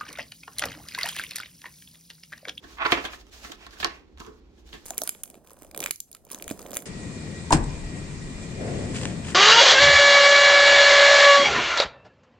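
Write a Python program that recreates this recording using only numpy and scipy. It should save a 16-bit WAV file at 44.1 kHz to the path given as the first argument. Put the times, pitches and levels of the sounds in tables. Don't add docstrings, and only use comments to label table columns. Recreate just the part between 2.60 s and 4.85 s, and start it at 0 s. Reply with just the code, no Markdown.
import sys
import numpy as np
from scipy import signal
from scipy.fft import rfft, irfft, next_fast_len
from scipy.io import wavfile

SR = 44100
rng = np.random.default_rng(int(sys.argv[2]) if len(sys.argv) > 2 else 0)


def store_pcm(level_fs):
    pcm = np.round(np.clip(level_fs, -1, 1) * 32767).astype(np.int16)
    wavfile.write(sys.argv[1], SR, np.atleast_2d(pcm).T)


def linear_from_db(decibels):
    return 10 ** (np.asarray(decibels, float) / 20)


N = 99225


def rms_one(x):
    return x / np.sqrt(np.mean(x ** 2) + 1e-20)


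def in_time(rows, outside=None):
    s, db = np.transpose(rows)
    return np.interp(np.arange(N) / SR, s, db, left=outside, right=outside)


def at_hz(points, hz):
    point_hz, value = np.transpose(points)
    return np.interp(np.log(hz), np.log(point_hz), value)


def drift(rate_hz):
    pole = np.exp(-80 * np.pi * rate_hz / SR)
    white = rng.standard_normal(N // 40 + 2002)
    slow = signal.lfilter([1], [1, -2 * pole, pole * pole], white)[2000:]
    return np.interp(np.arange(N) / 40, np.arange(len(slow)), rms_one(slow))


def ring(clicks, hz, t60_s):
    r = linear_from_db(-60 / (max(t60_s, 1e-4) * SR))
    w = 2 * np.pi * hz / SR
    return signal.lfilter([0, np.sin(w)], [1, -2 * r * np.cos(w), r * r], clicks + 1e-18)


def grains(per_s, size, spread_db):
    heights = linear_from_db(spread_db * np.minimum(rng.exponential(1, size), 4))
    signs = rng.choice([-1, 1], size)
    return rms_one(heights * signs * (rng.random(size) < per_s / SR))


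# frequency in Hz, level in dB, t60 in seconds.
TRAY_MODES = [(248, -2, 0.044), (337, -1, 0.076), (441, -6, .04), (700, -12, 0.054), (1091, -7, 0.041),
              (1153, -6.5, 0.034), (1334, -6, 0.024), (1514, -2.5, 0.018), (1768, -3.5, 0.015),
              (2057, -5.5, 0.019), (2093, -24, 0.019), (2473, 2.5, 0.0053), (3280, 2.5, 0.0043),
              (4600, -23, 0.041)]
# frequency in Hz, level in dB per Hz.
SNAP_COLOUR = [(59, -38), (100, -16), (736, -11), (2080, -15.5), (2270, 15), (3400, -16), (4770, 0),
               (11200, -30.5), (16000, -46)]


def bodies():
    snaps = []
    for hz in np.geomspace(150, 15500, 24):
        level_db = at_hz(SNAP_COLOUR, hz) + 10 * np.log10(hz / 1500)
        snaps.append((hz, level_db, 5 / hz, 1))
    return [(*mode, 0) for mode in TRAY_MODES] + snaps


# start in seconds, peak in dB, favoured ring in Hz, rattle t60 in seconds, thump in dB.
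KNOCKS = [(.320, -2.5, 2080, 0.044, -8), (.442, -22, 700, 0.092, -3), (.612, -45, 3580, 0.037, -10),
          (1.582, -42, 6500, .03, -8), (1.648, -42.5, 6500, .04, -1), (1.664, -42, 6000, .06, -2),
          (2.09, -46, 6760, 0.012, -7), (1.108, -43, 4540, 0.036, 1), (.527, -37, 5700, 0.014, -17),
          (.667, -47, 5900, .04, 0), (.840, -31.5, 790, 0.15, -19), (.846, -27, 2050, 0.14, -1.5),
          (.918, -25.5, 3410, 0.065, -13), (1.065, -27.5, 1790, 0.047, -1.5),
          (1.201, -22, 4190, 0.079, -3.5), (1.2446, -7.5, 1470, 0.027, -6), (1.245, -8, 4600, 0.017, -8),
          (1.574, -44, 3580, 0.045, -10), (1.601, -33.5, 6300, 0.026, 7.5), (2.129, -32, 3240, 0.045, -4)]
# start in seconds, peak in dB, favoured ring in Hz, rattle t60 in seconds, thump in dB.
NUDGES = [(0.037, -34, 1740, 0.13, 7), (0.182, -27, 2240, 0.045, -16), (.213, -32, 1060, 0.028, -28),
          (0.25, -7, 1120, 0.027, -44), (.26, -8.5, 4200, 0.03, -18), (.449, -15, 3400, 0.073, -14),
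          (.53, -24.5, 1750, 0.073, -6), (.926, -29.5, 1500, 0.065, -6), (1.123, -37.5, 1690, 0.15, -14),
          (1.265, -39.5, 4020, 0.027, -10), (1.975, -51, 3800, 0.084, -2), (2.061, -53.5, 6560, 0.1, -3),
          (0.312, -14, 1500, 0.011, 6), (0.34, -19, 2020, 0.056, -11), (0.725, -43, 3970, 0.049, -9),
          (0.892, -29, 350, 0.065, 5), (1.226, -11, 1950, 0.066, -9.5), (1.248, -8.5, 700, 0.057, -5),
          (1.164, -36.5, 1580, 0.098, -4), (1.61, -29.5, 1150, 0.048, 3), (1.646, -43, 1100, 0.079, 11),
          (1.668, -40.5, 440, 0.18, 12), (2.136, -31.5, 3120, 0.13, 4), (2.164, -33, 2020, 0.046, 0)]
RATTLE_PER_S, RATTLE_DB, BRUSH_DB = 7100, -21, -20
SWELL_S, CONTACT_S, BOUNCE_S = .0025, .0006, .0008
RING_DB, SNAP_DB, SIDE_LUCK_DB = -14.5, -6.5, 1.2


def contact_force(db, t60_s, hard, span):
    t = np.arange(span) / SR
    hit = linear_from_db(-60 * t / np.clip(t60_s, .004, .2)) * grains(RATTLE_PER_S, (2, span), 3.0)
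    if hard:
        hit = linear_from_db(RATTLE_DB) * hit
        bounces = [0, int(BOUNCE_S * SR / 2), int(BOUNCE_S * SR)]
        hit[:, bounces] = [[.3, -.8, .5], [.5, -1, -.2]]
    else:
        hit = linear_from_db(BRUSH_DB) * hit * np.minimum(t / SWELL_S, 1)
    return linear_from_db(db) * hit


def strike_colour(hz, favoured_hz, thump_db):
    colour_db = thump_db
    if hz > 500:
        tilt_db = 3 * np.log2(favoured_hz / 2000)
        colour_db = tilt_db * np.log2(min(hz, 6000) / 1500)
    favour = np.exp(-(np.log2(hz / favoured_hz) / .22) ** 2)
    dull_octaves = max(np.log2(hz / 7000), 0)
    return colour_db + 8 * favour - 6 * dull_octaves


def knocks():
    rows, rings, span = KNOCKS + NUDGES, bodies(), SR // 5
    luck = rng.normal(0, 1, (len(rows), len(rings), 2))
    hits = [contact_force(db, t60_s, k < len(KNOCKS), span) for k, (_, db, _, t60_s, _) in enumerate(rows)]
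    out = np.zeros((2, N + span))
    for m, (hz, level_db, t60_s, snap) in enumerate(rings):
        force = np.zeros((2, N + span))
        for (s, _, favoured_hz, _, thump_db), hit, chance in zip(rows, hits, luck):
            colour_db = strike_colour(hz, favoured_hz, thump_db)
            luck_db = SIDE_LUCK_DB * chance[m] + 1.0 * chance[m].sum()
            start = int((s + CONTACT_S) * SR)
            force[:, start:start + span] += linear_from_db(colour_db + luck_db)[:, None] * hit
        kind_db = SNAP_DB if snap else RING_DB
        out += linear_from_db(level_db + kind_db) * ring(force, hz, t60_s) * (-1) ** m
    return out[:, :N]


# time in seconds, level in dB.
DRAGS = [
    [(0.9, -72), (0.95, -66.5), (1.03, -53.5), (1.06, -56), (1.09, -67), (1.14, -59.5), (1.2, -69)],
    [(0.025, -55), (0.045, -65), (0.1, -64), (0.15, -57), (0.17, -84)],
    [(0.17, -56), (0.184, -43), (0.2, -36), (0.226, -25), (0.246, -36.5), (0.262, -19.5), (0.285, -51),
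     (0.308, -33.5), (0.315, -35)],
    [(0.325, -17), (0.359, -43.5), (0.373, -33), (0.435, -48), (0.451, -40), (0.64, -73)],
    [(1.25, -53), (1.254, -62), (1.308, -49.5), (1.346, -53.5), (1.5, -84)],
    [(1.57, -73), (1.574, -69), (1.616, -44), (1.626, -65), (1.645, -64), (1.67, -52.5), (1.7, -56.5),
     (1.72, -67), (1.85, -91)],
]
# thin below in Hz, dull above in Hz, paper crackle against tray ring in dB.
PASSES = [(600, 5500, 11), (330, 2600, -17), (753, 2540, -10.5), (350, 3330, 13), (306, 4800, 27.5),
          (860, 1460, -13)]
DRAG_PER_S, DRAG_DB, DRAG_LUMP_DB = 4000, 4, 1.5


def drag():
    force = grains(DRAG_PER_S, (2, N), 3.0) * linear_from_db(DRAG_LUMP_DB * drift(60))
    force[0] = .5 * force[0] + .5 * force[1]
    rings = bodies()
    out = np.zeros((2, N))
    for rows, (thin_hz, dull_hz, crackle_db) in zip(DRAGS, PASSES):
        part = slice(int(rows[0][0] * SR), int((rows[-1][0] + .1) * SR))
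        push = (linear_from_db(in_time(rows, outside=-120)) * force)[:, part]
        ringing = sum(linear_from_db(db) * ring(push, hz, t60_s) for hz, db, t60_s, snap in rings if not snap)
        crackle = sum(linear_from_db(db) * ring(push, hz, t60_s) for hz, db, t60_s, snap in rings if snap)
        mix = rms_one(rms_one(ringing) + linear_from_db(crackle_db) * rms_one(crackle))
        band = signal.butter(2, [thin_hz, dull_hz], "band", fs=SR, output="sos")
        mix = rms_one(signal.sosfilt(band, mix))
        out[:, part] += linear_from_db(DRAG_DB) * mix * np.sqrt(np.mean(push ** 2))
    return out


# time in seconds, level in dB.
BOOMS = [
    (0.32, -30.5),
    (0.447, -45),
    (1.245, -40.5),
    (1.603, -47.5),
    (2.136, -44.5),
]
# frequency in Hz, level in dB, t60 in seconds.
DESK_MODES = [(121.4, -5.5, 0.13), (152, -6, 0.099), (207.6, -4, 0.14)]


def desk():
    s, db = np.transpose(BOOMS)
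    clicks = np.zeros(N)
    clicks[(s * SR).astype(int)] = linear_from_db(db)
    return sum(linear_from_db(level_db) * ring(clicks, hz, t60_s) for hz, level_db, t60_s in DESK_MODES)


# frequency in Hz, left-right likeness from 0 to 1.
LIKENESS = [(60, 0.94), (150, 0.94), (300, 0.43), (700, 1), (3000, 0.078), (12000, 0.083)]


def banded_noise(spectrum, patchy_db, shared_db):
    out, together = 0, drift(14)
    edges = 22 * 2 ** np.arange(0, 9.9, 1 / 3)
    white = rng.standard_normal((2, 2, N))
    for k, (low, high) in enumerate(zip(edges, edges[1:])):
        if not spectrum[0][0] < low < spectrum[-1][0]:
            continue
        band = signal.butter(2, [low, high], "band", fs=SR, output="sos")
        mid, side = signal.sosfilt(band, white[k % 2])
        hz = np.sqrt(low * high)
        alike = np.clip(at_hz(LIKENESS, hz), -1, 1)
        gain = linear_from_db(at_hz(spectrum, hz) + shared_db * together + patchy_db * drift(28.0))
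        out = out + gain * (np.sqrt(1 + alike) * mid + np.sqrt(1 - alike) * side * [[1], [-1]])
    return rms_one(out)


# time in seconds, level in dB.
SLIDES = [
    [(0.0, -74), (0.012, -87), (0.036, -69), (0.062, -72), (0.096, -67.5), (0.176, -69), (0.2, -80.5),
     (0.276, -58), (0.3, -62)],
    [(0.3, -64.5), (0.322, -42), (0.332, -51), (0.396, -67), (0.456, -57), (0.5, -72)],
    [(0.5, -66.5), (0.546, -60), (0.58, -72), (0.614, -68), (0.64, -82), (0.66, -80), (0.668, -81),
     (0.7, -75)],
    [(0.7, -86), (0.722, -67), (0.74, -62), (0.808, -66.5), (0.85, -57.5), (0.912, -68), (0.92, -53),
     (0.93, -68.5), (0.96, -69.5)],
    [(0.96, -82.5), (0.974, -76.5), (1.07, -70.5), (1.08, -79), (1.09, -79), (1.14, -63.5), (1.154, -71),
     (1.17, -72.5), (1.19, -62.5)],
    [(1.19, -71), (1.204, -51.5), (1.216, -53.5), (1.248, -61.5), (1.256, -82), (1.286, -74), (1.362, -74),
     (1.45, -102)],
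    [(1.565, -104), (1.575, -85.5), (1.593, -73), (1.603, -57.5), (1.613, -71), (1.637, -70.5),
     (1.667, -74), (1.715, -83), (1.8, -84.5)],
    [(1.9, -104), (1.994, -79.5), (2.036, -91.5), (2.072, -71), (2.122, -70), (2.128, -59.5),
     (2.184, -72.5), (2.24, -72.5), (2.25, -67)],
]
# frequency in Hz, level in dB.
HISS = [(350, -51), (600, -5.5), (900, -9), (1700, -8), (3680, -5.5), (7000, -8.5), (8400, -19),
        (16500, -21)]


def slide():
    moves = sum(linear_from_db(in_time(rows, outside=-120)) for rows in SLIDES)
    return linear_from_db(14) * moves * banded_noise(HISS, patchy_db=1.0, shared_db=1.0)


# frequency in Hz, level in dB.
ROOM_HUM = [(13, -44), (22, -17), (60, 1), (86, -18.5), (121, -14), (144, -42), (185, -17), (365, -12.5),
            (700, -36), (910, -74), (1540, -120)]


def hum():
    return linear_from_db(-52.5) * banded_noise(ROOM_HUM, patchy_db=.8, shared_db=.3)


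# frequency in Hz, level in dB.
AIR = [(350, -62.5), (600, -31), (801, -9), (1290, -15.5), (4000, -19.5), (7000, -27), (8600, -46),
       (16500, -42)]


def air():
    return linear_from_db(-69) * banded_noise(AIR, patchy_db=.8, shared_db=.5)


ROOM_DB, ROOM_T60_S, WALL_CUT_HZ = -14, 0.3, 5630


def room(x):
    size = next_fast_len(N + SR)
    hz = np.arange(size // 2 + 1) * SR / size
    spectrum, out = rfft(x.mean(axis=0), size), []
    for lags_s in rng.uniform(.006, .03, (2, 8)):
        echoes = 0
        for k, lag_s in enumerate(lags_s):
            wall = linear_from_db(-60 * lag_s / ROOM_T60_S) / (1 + 1j * hz / WALL_CUT_HZ)
            loop = wall * np.exp(-2j * np.pi * hz * lag_s)
            echoes = echoes + loop / (1 - loop) * (-1) ** k
        out.append(irfft(spectrum * echoes, size)[:N])
    return np.array(out)


def ports(x):
    high = signal.butter(2, 260, "high", fs=SR, output="sos")
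    side = signal.sosfilt(high, x[0] - x[1])
    return x.mean(axis=0) + .5 * side * [[1], [-1]]


def scene():
    near = knocks() + drag() + desk()
    return ports(near + linear_from_db(ROOM_DB) * room(near)) + slide() + hum() + air()


def band_limit(x):
    return signal.sosfilt(signal.butter(12, 16830, fs=SR, output="sos"), x)


LEFT_DB, RIGHT_DB, LEFT_LAG = -1.2, 1.2, 7
TOP, CUTOFF_HZ = .95, 16350


def record(dry):
    left = np.concatenate([np.zeros(LEFT_LAG), dry[0, :-LEFT_LAG]])
    both = np.array([linear_from_db(LEFT_DB) * left, linear_from_db(RIGHT_DB) * dry[1]])
    both = TOP * np.tanh(both / TOP)
    both = signal.sosfilt(signal.cheby2(14, 45, CUTOFF_HZ, fs=SR, output="sos"), both)
    return band_limit(both)


dry = scene()
out = record(dry)
store_pcm(out)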